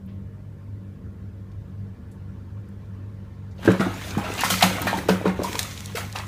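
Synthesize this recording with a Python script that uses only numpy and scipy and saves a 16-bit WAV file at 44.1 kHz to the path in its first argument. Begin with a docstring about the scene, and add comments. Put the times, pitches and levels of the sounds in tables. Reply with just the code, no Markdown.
"""In a small tiled bathroom a fan hums and faint rustles come from a kitten at the rim of a foamy bath.
At 3.6 s it slips off a swim ring, which thumps dully, and plunges in: trapped air gulps as a damped
resonator, the small room booms in its low modes, and slaps of filtered noise throw spray. Clouds of ringing
bubbles gurgle, patter and fizz as it paddles, drops tick, and at 5.6 s claws click on the rim. At the end
the splashing thins out and the fan remains. One microphone, close by; both channels carry the same sound."""
import sys
import numpy as np
from scipy import signal
from scipy.fft import rfft, irfft, next_fast_len
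from scipy.io import wavfile
from scipy.ndimage import uniform_filter1d, map_coordinates

SR = 44100
rng = np.random.default_rng(int(sys.argv[2]) if len(sys.argv) > 2 else 0)


def pcm_store(signal):
    """Save signal as 16-bit PCM."""
    levels = np.round(np.clip(np.atleast_2d(signal), -1, 1) * 32767)
    wavfile.write(sys.argv[1], SR, levels.astype(np.int16).T)


N = 276507  # length in samples

# air pockets closing under the paws: start_s [s], peak_db [dB], pitch_hz [Hz], swell_s [s],
# boom_db [dB, drive of the room's modes]
AIR_POCKETS = [(3.592, -34, 557, 0.0017, -33), (3.652, -21, 233, 0.004, -20),
               (3.6763, -2, 325, 0.0022, -6.5), (3.676, -16, 1630, 0.0022, -38),
               (3.6844, -7, 508, 0.0018, -39), (3.798, -11.5, 220, 0.0038, -13),
               (3.805, -15, 406, 0.00098, -42), (3.864, -15.5, 280, 0.0036, -29),
               (3.878, -22, 310, 0.0015, -36), (4.1711, -10.5, 189, 0.0031, -22),
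               (4.180, -27, 458, 0.0026, -38), (4.302, -20, 400, 0.0018, -53),
               (4.4354, -10, 900, 0.0013, -26), (4.503, -19, 710, 0.0021, -17),
               (4.624, -6.5, 755, 0.0034, -8), (4.6365, -8.5, 836, 0.0009, -16.5),
               (4.838, -25.5, 250, 0.009, -23), (4.869, -14, 680, 0.0016, -24.5),
               (4.930, -11, 766, 0.0013, -19.5), (5.089, -3, 480, 0.0013, -8),
               (5.213, -19, 580, 0.0011, -34), (5.242, -23, 444, 0.003, -29), (5.256, -9, 420, 0.0021, -10),
               (5.262, -20.5, 510, 0.0019, -37), (5.3914, -16, 470, 0.002, -24),
               (5.398, -15, 306, 0.0017, -31), (5.419, -15.5, 540, 0.0014, -44),
               (5.553, -20.5, 1010, 0.0022, -46), (5.947, -24, 463, 0.0048, -29)]
# low modes of the bathroom: pitch_hz [Hz], level_db [dB, relative to the drive], t60_s [s]
ROOM_MODES = [(103.3, -5.5, 0.12), (186.2, 2, 0.23), (251, -11.5, 0.13), (274, -14, 0.18),
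              (324.3, -10.5, 0.12), (481, -10, 0.063), (545, -21, 0.33), (597, -21, 0.15),
              (722, -24.5, 0.23)]


def gulps(boom_rise_s=0.012):
    """Cavity resonance: each trapped pocket throbs for a few cycles and excites the room's slower modes."""
    pockets, boom = np.zeros(N), np.zeros(N)
    t = np.arange(SR // 2) / SR
    boom_swell = (1 - np.exp(-t / boom_rise_s)) ** 2
    for start_s, peak_db, pitch_hz, swell_s, boom_db in AIR_POCKETS:
        add(pockets, start_s, amp(peak_db) * throb(t, pitch_hz, swell_s))
        # every plunge excites the modes in a different random proportion
        strengths = amp(rng.standard_normal(len(ROOM_MODES)))
        ring = np.zeros(len(t))
        for (mode_hz, level_db, t60_s), strength in zip(ROOM_MODES, strengths):
            ring += strength * amp(level_db) * fade(t, t60_s) * np.sin(2 * np.pi * mode_hz * t)
        add(boom, start_s + 0.00317, amp(boom_db) * ring * boom_swell)
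    return pockets, boom


WAKE_DB = -23  # relative to the gulp
WAKE_T60_S, WAKE_RISE_S, WAKE_NARROW = 0.089, 0.0067, 8.6


def wakes():
    """Cavity break-up: each pocket ends in a short noise burst centred on its own pitch."""
    rows = [(start_s, peak_db + WAKE_DB, pitch_hz, WAKE_T60_S) for start_s, peak_db, pitch_hz, *_ in AIR_POCKETS]
    return bursts(rows, patchy(rng.standard_normal(N), depth_db=2.0), WAKE_NARROW, WAKE_RISE_S)


SLAP_RISE_S, SLAP_NARROW = 0.0015, 2.3
SPRAY_HZ, SPRAY_NARROW, SPRAY_RISE_S, SPRAY_T60_S = 4170, 1, 0.0004, 0.26
# slaps on the surface, and at 5.591 s the claw's click on the rim:
# start_s [s], level_db [dB rms], brightest_hz [Hz], t60_s [s], spray_db [dB rms]
SLAPS_AND_CLICK = [(3.626, -44.5, 1960, 0.11, -57), (3.647, -38, 1730, 0.053, -44),
                   (3.658, -37, 2700, 0.039, -60), (3.675, -39, 1220, 0.11, -63),
                   (3.701, -34, 1560, 0.27, -52), (3.7963, -33, 1670, 0.049, -47),
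                   (3.805, -26, 1230, 0.26, -46), (4.176, -28.5, 770, 0.21, -41),
                   (4.237, -36, 1400, 0.72, -51), (4.376, -34.5, 2420, 0.52, -54),
                   (4.408, -33, 2400, 0.12, -37), (4.439, -31.5, 1280, 0.3, -28.5),
                   (4.501, -25, 2200, 0.16, -21.5), (4.608, -22.5, 1770, 0.091, -41),
                   (4.623, -17.5, 1710, 0.15, -22.5), (4.868, -24.5, 1430, 0.16, -34),
                   (4.971, -39, 1770, 0.06, -38.5), (5.085, -20.5, 1250, 0.17, -30.5),
                   (5.253, -26.5, 1130, 0.16, -49), (5.276, -32.5, 1210, 0.12, -50),
                   (5.392, -48, 900, 0.052, -57), (5.433, -56, 1700, 0.3, -34),
                   (5.552, -28.5, 2480, 0.022, -40), (5.591, -16.5, 5040, 0.0093, -33.5),
                   (5.952, -33.5, 1580, 0.22, -35.5), (5.969, -33.5, 1290, 0.19, -38.5),
                   (6.005, -41, 1500, 0.15, -58), (6.151, -32, 1050, 0.25, -43),
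                   (6.156, -39.5, 2780, 0.18, -61), (6.190, -40, 1500, 0.16, -56)]


def slaps():
    """Impact noise: slaps, and one click on the rim, burst into crackle, ringing bubbles and a fine spray."""
    crackle = rng.standard_normal(N) * amp(1.1 * wobble(300))
    ringing = bubbles(640, 4670, cycles=13.4, glide=0.067, count=5000)
    water = patchy(crackle + amp(-7) * ringing, depth_db=2.5)
    mist = patchy(rng.standard_normal(N) * amp(0.37 * wobble(250)), depth_db=2.5)
    blows = [(start_s, level_db, hz, t60_s) for start_s, level_db, hz, t60_s, _ in SLAPS_AND_CLICK]
    sprays = [(start_s, spray_db, SPRAY_HZ, SPRAY_T60_S) for start_s, *_, spray_db in SLAPS_AND_CLICK]
    blow_sound = bursts(blows, water, SLAP_NARROW, SLAP_RISE_S)
    spray_sound = bursts(sprays, mist, SPRAY_NARROW, SPRAY_RISE_S)
    return blow_sound + spray_sound


# paws striking the water flat: start_s [s], peak_db [dB], brightest_hz [Hz]
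FLAT_STRIKES = [(3.6295, -30, 1400), (3.677, -11.5, 1120), (3.6775, -22.5, 2070), (3.685, -14, 1170),
                (3.714, -23.5, 2210), (3.796, -24, 1710), (3.804, -23, 1460), (3.806, -24.5, 3450),
                (4.418, -21, 2200), (4.435, -17, 1640), (4.501, -31, 2620), (4.539, -13.5, 1930),
                (4.626, -5.5, 2900), (5.089, -17, 1190), (5.390, -27, 920), (5.400, -25, 1090),
                (5.418, -28, 950), (5.5285, -23, 2300), (5.093, -17, 3500), (5.953, -39, 2200),
                (5.971, -19, 1940), (6.155, -23, 1100), (6.159, -20, 3030)]


def smacks():
    """Impulsive excitation: a flat paw cracks on the surface as a few milliseconds of band-limited noise."""
    return snaps(FLAT_STRIKES, swell_s=0.0023, narrow=9)


PLIP_SWELL_S = 0.0033  # swell time of a 1 kHz bubble
PLIP_SHORTER = 0.4  # smaller bubbles ring shorter by this power of pitch
# single bubbles that pop up clear of the wash: start_s [s], peak_db [dB], pitch_hz [Hz]
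LONE_BUBBLES = [(3.747, -29, 1015), (3.805, -24, 647), (3.869, -25.5, 717), (3.904, -37, 855),
                (4.071, -36, 685), (4.178, -27, 814), (4.243, -29, 666), (4.264, -28, 1370),
                (4.296, -40, 1349), (4.318, -29, 2630), (4.351, -32, 1247), (4.379, -29, 2650),
                (4.461, -21, 1440), (4.538, -23, 1320), (4.540, -24, 2060), (4.590, -23, 4560),
                (4.624, -20, 1263), (4.680, -29, 2500), (4.702, -27, 950), (4.726, -31, 3440),
                (4.755, -27.5, 2210), (4.782, -27, 1140), (4.789, -32, 650), (4.796, -30, 2340),
                (4.846, -29.5, 935), (4.876, -23, 1378), (4.972, -27, 786), (4.986, -26, 2009),
                (5.092, -17.5, 990), (5.156, -28, 1320), (5.262, -24, 1410), (5.474, -29, 1150),
                (5.647, -31.5, 1280), (5.973, -32, 631), (6.012, -35, 1636), (6.157, -37, 2810),
                (6.195, -32, 1263), (6.198, -36, 1850)]


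def plips():
    """Bubble resonance: a lone bubble rings at the surface, rising a little in pitch."""
    out, t = np.zeros(N), np.arange(SR // 20) / SR
    for start_s, peak_db, pitch_hz in LONE_BUBBLES:
        swell_s = PLIP_SWELL_S * (1000 / pitch_hz) ** PLIP_SHORTER
        add(out, start_s, amp(peak_db) * throb(t, pitch_hz, swell_s, glide=0.071))
    return out


BURBLE_RISE_S, BURBLE_NARROW = 0.0022, 170
# clusters of like-sized bubbles at the surface: start_s [s], level_db [dB rms], pitch_hz [Hz], t60_s [s]
BUBBLE_CLUSTERS = [(3.712, -35, 1340, 0.12), (3.805, -24, 1320, 0.11), (3.99, -44, 1780, 0.49),
                   (4.01, -46.5, 3380, 0.76), (4.248, -42, 2660, 0.38), (4.385, -32, 2750, 0.17),
                   (4.765, -33, 690, 0.14), (4.870, -24, 1800, 0.13), (4.876, -35, 4050, 0.17),
                   (4.935, -29.5, 850, 0.13), (5.438, -28, 990, 0.16)]


def burbles():
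    """Superposition: many bubbles of nearly one size blur into a rough ring, made as narrow-band noise."""
    return bursts(BUBBLE_CLUSTERS, rng.standard_normal(N), BURBLE_NARROW, BURBLE_RISE_S)


GURGLE_DB, PATTER_DB, FIZZ_DB = -1, -3, 1.5  # each layer over its control
PATTER_FOAM_SHARE = 0.38  # droplets follow the foam by this share, the churning by the rest
SURGE_DB, SURGE_PER_S = -2, 51  # the water heaves unevenly: depth, random knots a second
# control for the water and for the foam on it: time_s [s], churning_db [dB], foam_db [dB]
STIR_CONTROL = [(3.55, -76, -74), (3.66, -27.5, -48.5), (3.78, -38, -50.5), (3.84, -37, -51),
                (4.09, -40.5, -42), (4.2, -35, -54), (4.35, -35, -41.5), (4.4, -31.5, -37.5),
                (4.57, -36, -32.5), (4.81, -30.5, -42.5), (4.96, -35.5, -43), (5.06, -41.5, -51.5),
                (5.2, -37.5, -51), (5.31, -39.5, -59), (5.41, -43, -52), (5.49, -35.5, -40.5),
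                (5.63, -39.5, -42.5), (5.73, -52.5, -45.5), (5.93, -50, -50.5), (6.15, -51.5, -53),
                (6.27, -55, -51)]
# colour of the large bubbles: frequency_hz [Hz], level_db [dB per Hz, relative]
GURGLE_SPECTRUM = [(120, 7), (250, 7), (400, 0.5), (550, 1), (800, 3), (1100, 1), (1600, 5), (3000, -43)]
# colour of the falling droplets: frequency_hz [Hz], level_db [dB per Hz, relative]
PATTER_SPECTRUM = [(600, -29), (1100, -2), (1500, -2), (2200, 5.5), (2900, 1.5), (4000, 1), (5500, -37),
                   (9000, -50)]
# colour of the foam: frequency_hz [Hz], level_db [dB per Hz, relative]
FIZZ_SPECTRUM = [(2500, -7), (4000, -3.5), (5000, -4), (6400, -1), (8000, -6), (11000, -8.5), (15000, -9.5)]


def slosh():
    """Bubble acoustics, pitch falling with size: large ones gurgle, droplets patter, the foam fizzes."""
    time_s, *levels = np.transpose(STIR_CONTROL)
    t = np.arange(N) / SR
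    churn_db, foam_db = [np.interp(t, time_s, level_db, left=-120) for level_db in levels]
    churn_db = churn_db + SURGE_DB * wobble(SURGE_PER_S)
    droplets_db = churn_db + PATTER_FOAM_SHARE * (foam_db - churn_db)

    large = bubbles(307, 1290, cycles=17, glide=0.08, count=1300)
    medium = bubbles(1290, 4630, cycles=31, glide=0.059, count=2000)
    tiny = bubbles(2200, 12000, cycles=3.6, glide=.1, count=3000)
    gurgle = amp(churn_db + GURGLE_DB) * stirred(large, GURGLE_SPECTRUM, wash_db=7.5)
    patter = amp(droplets_db + PATTER_DB) * stirred(medium, PATTER_SPECTRUM, wash_db=11.0)
    fizz = amp(foam_db + FIZZ_DB) * stirred(tiny, FIZZ_SPECTRUM, wash_db=3.5)
    return gurgle + patter + fizz


# the loudest drops and snapping foam cells: start_s [s], peak_db [dB], brightest_hz [Hz]
DROP_TICKS = [(3.718, -27.5, 6000), (3.803, -31, 6920), (4.338, -24.5, 6160), (4.408, -14.5, 9400),
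              (4.447, -23, 5530), (4.818, -12, 14800), (5.434, -23, 4730), (5.529, -21, 4260),
              (5.629, -19, 5450), (5.776, -25.5, 3070), (5.805, -24.5, 6150), (5.858, -22.5, 5630),
              (6.126, -25.5, 4730), (6.186, -24, 3700)]


def drops():
    """Transient radiation: single drops and foam cells tick as very short bursts of broad-band noise."""
    return snaps(DROP_TICKS, swell_s=0.0014, narrow=4.1)


# the kitten lands on the inflated ring
THUMP_S, THUMP_DB, THUMP_HZ, THUMP_SWELL_S = 3.675, -12.5, 110, 0.017


def swim_ring():
    """Enclosed-air spring: the air in the ring throbs dully under the kitten's weight."""
    out, t = np.zeros(N), np.arange(SR // 2) / SR
    add(out, THUMP_S, amp(THUMP_DB) * throb(t, THUMP_HZ, THUMP_SWELL_S))
    return out


CLAW_S, CLAW_DB, CLAW_T60_S, CLAW_RISE_S, CLAW_WIDTH_HZ = 5.591, -19, 0.017, 0.00084, 140
# resonances of the hard rim: frequency_hz [Hz], level_db [dB, relative]
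RIM_RESONANCES = [(1250, -14), (1700, -5), (3150, -4), (3760, 3), (5100, -4), (6300, 6), (8000, -7),
                  (10500, -10)]


def claw():
    """Forced resonance: a short, hard scratch of noise sets the rim of the tub clicking."""
    out, t = np.zeros(N), np.arange(SR // 20) / SR
    ring = [(hz, amp(level_db)) for hz, level_db in RIM_RESONANCES]
    scratch = unit(filtered(rng.standard_normal(len(t)), lambda hz: peaks(ring, hz, CLAW_WIDTH_HZ)))
    shape = (1 - np.exp(-t / CLAW_RISE_S)) ** 2 * fade(t, CLAW_T60_S)
    add(out, CLAW_S, amp(CLAW_DB) * scratch * shape / shape.max())
    return out


RUSTLE_RISE_S, RUSTLE_NARROW = 0.00084, 9.7
# the kitten creeps along the rim and steps off: start_s [s], level_db [dB rms], brightest_hz [Hz], t60_s [s]
RIM_RUSTLES = [(.060, -61, 13300, .03), (.075, -65, 2500, 0.45), (.085, -74, 3500, .3),
               (1.515, -64, 3600, 0.037), (1.516, -67, 5500, .03), (2.113, -62.5, 8400, 0.16),
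               (2.687, -63.5, 8300, .03), (3.51, -62.5, 4970, 0.11), (3.579, -55, 3400, 0.24)]


def rustles():
    """Friction noise: fur and paws brush the rim in faint bursts of filtered noise."""
    return bursts(RIM_RUSTLES, rng.standard_normal(N), RUSTLE_NARROW, RUSTLE_RISE_S)


def tub_walls(x, strength=.2):
    """Comb filtering: hard sides return quick copies whose strengths vary at random; the hollow colour shifts."""
    out = x.copy()
    for delay_s in rng.uniform(.001, .007, 5):
        add(out, delay_s, strength * wobble(14) * x)
    return out / np.sqrt(1 + 5 * strength ** 2)  # offset the power of the five copies


# decay of the tiled room: frequency_hz [Hz], t60_s [s]
TILE_DECAY = [(150, 0.56), (700, 0.22), (2000, 0.5), (5000, 0.33), (13000, 0.81)]
# strength of the room's answer: frequency_hz [Hz], level_db [dB]
ECHO_STRENGTH = [(80, -32), (200, -7), (400, -2.5), (1000, -3.5), (3000, -6), (8000, -11.5), (15000, -17)]


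def bathroom(x):
    """Reverberation: tiles answer after 4 ms; the random echo pattern is redrawn every third of a second."""
    out, step = np.zeros(N), SR // 3
    for i in range(0, N, step):
        hz, t, z = signal.stft(rng.standard_normal(SR * 2 // 3), SR, nperseg=256)
        decay = fade(t, along(TILE_DECAY, hz)[:, None])
        tail = signal.istft(z * decay, SR, nperseg=256)[1]
        tail = filtered(tail / np.linalg.norm(tail), lambda f: amp(along(ECHO_STRENGTH, f)))
        add(out, i / SR + .004, signal.fftconvolve(x[i:i + step], tail))
    return out


HUM_WAVER_DB = 3.6
# fan and mains tones: pitch_hz [Hz], level_db [dB rms, before a common 2 dB cut], wander_rad [rad]
HUM_TONES = [(46.5, -50.5, 0.66), (100.1, -38.2, 0.7), (145.2, -49.5, 0.5), (194.5, -47.5, 0.92),
             (245, -56, 1.55), (275, -65, 1.2), (298, -62, 1.2), (339, -67, 1.1), (365, -68.5, 1.2),
             (454, -65.5, 2.2), (553, -66.5, 2.2), (614, -72, 1.7)]


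def fan_hum():
    """Tonal radiation: steady pitches whose level and phase waver at random."""
    t = np.arange(N) / SR
    hum = np.zeros(N)
    for pitch_hz, level_db, wander_rad in HUM_TONES:
        level = amp(level_db - 2.0 + HUM_WAVER_DB * wobble(12))
        hum += level * np.sqrt(2) * np.sin(2 * np.pi * pitch_hz * t + wander_rad * wobble(9.2))
    return hum


RUMBLE_SWELL_DB = 1.0
# colour of the fan's rumble: frequency_hz [Hz], level_db [dB per Hz, relative]
RUMBLE_SPECTRUM = [(20, 1.5), (45, -22), (58, -6.5), (76, 4.5), (95, -2.5), (118, -6.5), (165, -11),
                   (188, -2), (222, -13.5), (265, -21), (330, -18), (400, -21.5), (440, -18.5),
                   (510, -25.5), (750, -35), (1600, -62), (5000, -90)]


def fan_rumble():
    """Broad-band flow noise: a dull rumble of uneven level."""
    return amp(-40.5 + RUMBLE_SWELL_DB * wobble(5.23)) * coloured_noise(RUMBLE_SPECTRUM)


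HISS_DB, HISS_RISE_DB_PER_S = -61.5, 1.18  # level at the start, before patchiness, and its slow growth
DUCT_WIDTH_HZ = 12
# colour of the rushing air: frequency_hz [Hz], level_db [dB per Hz, relative]
RUSH_SPECTRUM = [(400, 6), (750, 1), (1050, 3), (1750, -2), (2500, -8), (4000, -12.5), (7000, -19.5),
                 (14000, -39.5)]
# narrow resonances of the fan's duct: frequency_hz [Hz], lift_db [dB]
DUCT_RESONANCES = [(905, 8.5), (1070, 8.5), (1400, 6.5), (1540, 5), (1700, 9.5), (1800, 7), (2010, 5),
                   (2350, 7.5), (2680, 2), (3030, 7)]


def duct_rush():
    """Duct resonance: narrow peaks colour the fan's faint rush of air; the background hiss slowly grows louder."""
    t = np.arange(N) / SR
    ducted = unit(filtered(coloured_noise(RUSH_SPECTRUM), lambda hz: amp(peaks(DUCT_RESONANCES, hz, DUCT_WIDTH_HZ))))
    return amp(HISS_DB + HISS_RISE_DB_PER_S * t) * patchy(ducted, depth_db=2.5)


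def fan():
    """Superposition of the ventilator's tones, rumble and rush of air."""
    return fan_hum() + fan_rumble() + duct_rush()


MIC_HISS_DB = -73.5


def mic_hiss():
    """White noise: the microphone's own even, steady electronic hiss."""
    return amp(MIC_HISS_DB) * rng.standard_normal(N)


def throb(t, hz, swell_s, glide=0.062):
    """Damped bubble resonance: swells to peak 1 and dies away, its pitch climbing as it nears the surface."""
    age = t / swell_s
    phase = 2 * np.pi * np.cumsum(hz * (1 + glide * np.tanh(age / 2 - 1))) / SR
    return age ** 2 * np.exp(2 - 2 * age) * np.sin(phase)


def bubbles(low_hz, high_hz, cycles, glide, count):
    """Random superposition at rms 1: tiny bubbles of random size and strength ring briefly, rising in pitch."""
    when, size, strength, life = rng.random((count, 4)).T[:, :, None]
    k = np.arange(SR // 80)
    turns = low_hz * (high_hz / low_hz) ** size * k / SR
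    age = turns / (cycles * (.5 + life))
    phase = 2 * np.pi * turns * (1 + glide * np.minimum(age, 1) / 2)
    ring = np.sin(phase) * fade(age, 0.65) * (1 - k / len(k))
    ring /= np.sqrt(strength + .03)  # a few bubbles are much stronger than the rest
    positions = (when * N).astype(int) + k
    return unit(np.bincount(positions.ravel(), ring.ravel())[:N])


def stirred(cloud, spectrum, wash_db):
    """Spectral shaping: a bubble cloud on a clumpy wash of droplets, coloured and at rms 1."""
    wash = unit(patchy(rng.standard_normal(N), depth_db=3.2))
    return unit(filtered(cloud + amp(wash_db) * wash, lambda hz: amp(along(spectrum, hz))))


def patchy(x, depth_db):
    """Clumped modulation: random patches of gain, a few hundred Hz wide and some 25 ms long."""
    z = signal.stft(x, nperseg=512)[2]
    field = uniform_filter1d(rng.standard_normal(z.shape), size=3, axis=0)
    field = uniform_filter1d(field, size=5, axis=1)
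    return signal.istft(z * amp(depth_db * unit(field)), nperseg=512)[1][:len(x)]


def bursts(rows, texture, narrow, rise_s):
    """Enveloped noise: short swells of a texture from rows of start_s, level_db, brightest_hz, t60_s."""
    out, t = np.zeros(N), np.arange(SR // 3) / SR
    for start_s, level_db, centre_hz, t60_s in rows:
        piece = np.take(texture, round(start_s * SR) + np.arange(len(t)), mode="wrap")
        band = unit(filtered(piece, lambda hz: hump(hz, centre_hz, narrow)))
        shape = (1 - np.exp(-t / rise_s)) ** 2 * fade(t, t60_s)
        add(out, start_s, amp(level_db) * shape / shape.max() * band)
    return out


def snaps(rows, swell_s, narrow):
    """Filtered impulses: wet snaps, milliseconds long, from rows of start_s, peak_db, brightest_hz."""
    out, t = np.zeros(N), np.arange(SR // 30) / SR
    shape = (t / swell_s) ** 2 * np.exp(-2 * t / swell_s)
    for start_s, peak_db, centre_hz in rows:
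        tick = filtered(rng.standard_normal(len(t)) * shape, lambda hz: hump(hz, centre_hz, narrow))
        add(out, start_s, amp(peak_db) * tick / np.abs(tick).max())
    return out


def coloured_noise(spectrum):
    """Spectral shaping: white noise given a spectrum and scaled to rms 1."""
    return unit(filtered(rng.standard_normal(N), lambda hz: amp(along(spectrum, hz))))


def peaks(rows, hz, width_hz):
    """Resonance curves: a sum of narrow bells, one for each centre in Hz and height."""
    return sum(height / (1 + ((hz - centre) / width_hz) ** 2) for centre, height in rows)


def hump(hz, centre_hz, narrow):
    """Band-pass response: a broad peak of height 1 with equal skirts on a log axis."""
    return np.cosh(np.log((hz + 1) / centre_hz)) ** -narrow


def filtered(x, response):
    """Linear filtering: multiply the spectrum of x by a response of frequency."""
    m = next_fast_len(len(x) + 8192)  # padded so that the ringing does not wrap round
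    return irfft(rfft(x, m) * response(np.fft.rfftfreq(m, 1 / SR)), m)[:len(x)]


def along(points, hz):
    """Logarithmic frequency scale: interpolate (Hz, value) points along it."""
    f, v = np.transpose(points)
    return np.interp(np.log(hz + 1), np.log(f + 1), v)


def fade(t, t60):
    """Exponential decay: 60 dB down after t60."""
    return np.exp(-np.log(1000) * t / t60)


def wobble(rate):
    """Random modulation: a smooth curve with rate knots a second."""
    return map_coordinates(rng.standard_normal(2000), [np.arange(N) * rate / SR], mode="wrap")


def amp(db):
    """Level to amplitude: decibels to gain."""
    return 10 ** (np.asarray(db) / 20)


def unit(x):
    """Power normalisation: scale to rms 1."""
    return x / np.sqrt(np.mean(x ** 2) + 1e-20)


def add(track, s, sound):
    """Superposition: mix a sound into the track at time s."""
    i = round(s * SR)
    track[i:i + len(sound)] += sound[:N - i]


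def scene():
    """Superposition: direct sounds, their reverberation, the room's boom and the fan, alike in both channels."""
    pockets, boom = gulps()
    splashing = tub_walls(slaps() + slosh() + wakes(), strength=0.16)
    paddling = pockets + splashing + smacks() + plips() + burbles() + drops()
    near = paddling + swim_ring() + claw() + rustles()
    mono = near + amp(-0.5) * bathroom(near) + boom + fan() + mic_hiss()
    return np.array([mono, mono])


LOW_CUT_HZ, TOP_HZ = 37, 15500  # the bass roll-off, the band limit


def record(dry):
    """Saturation and band limiting: loud peaks are rounded, deep bass fades, nothing passes the limit."""
    rounded = dry / (1 + (dry / .8) ** 6) ** (1 / 6)

    def response(hz):
        """High-pass roll-off with a sharp upper limit."""
        return (hz < TOP_HZ) * hz ** 4 / (hz ** 4 + LOW_CUT_HZ ** 4)

    return np.array([filtered(channel, response) for channel in rounded])


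dry = scene()
out = record(dry)
pcm_store(out)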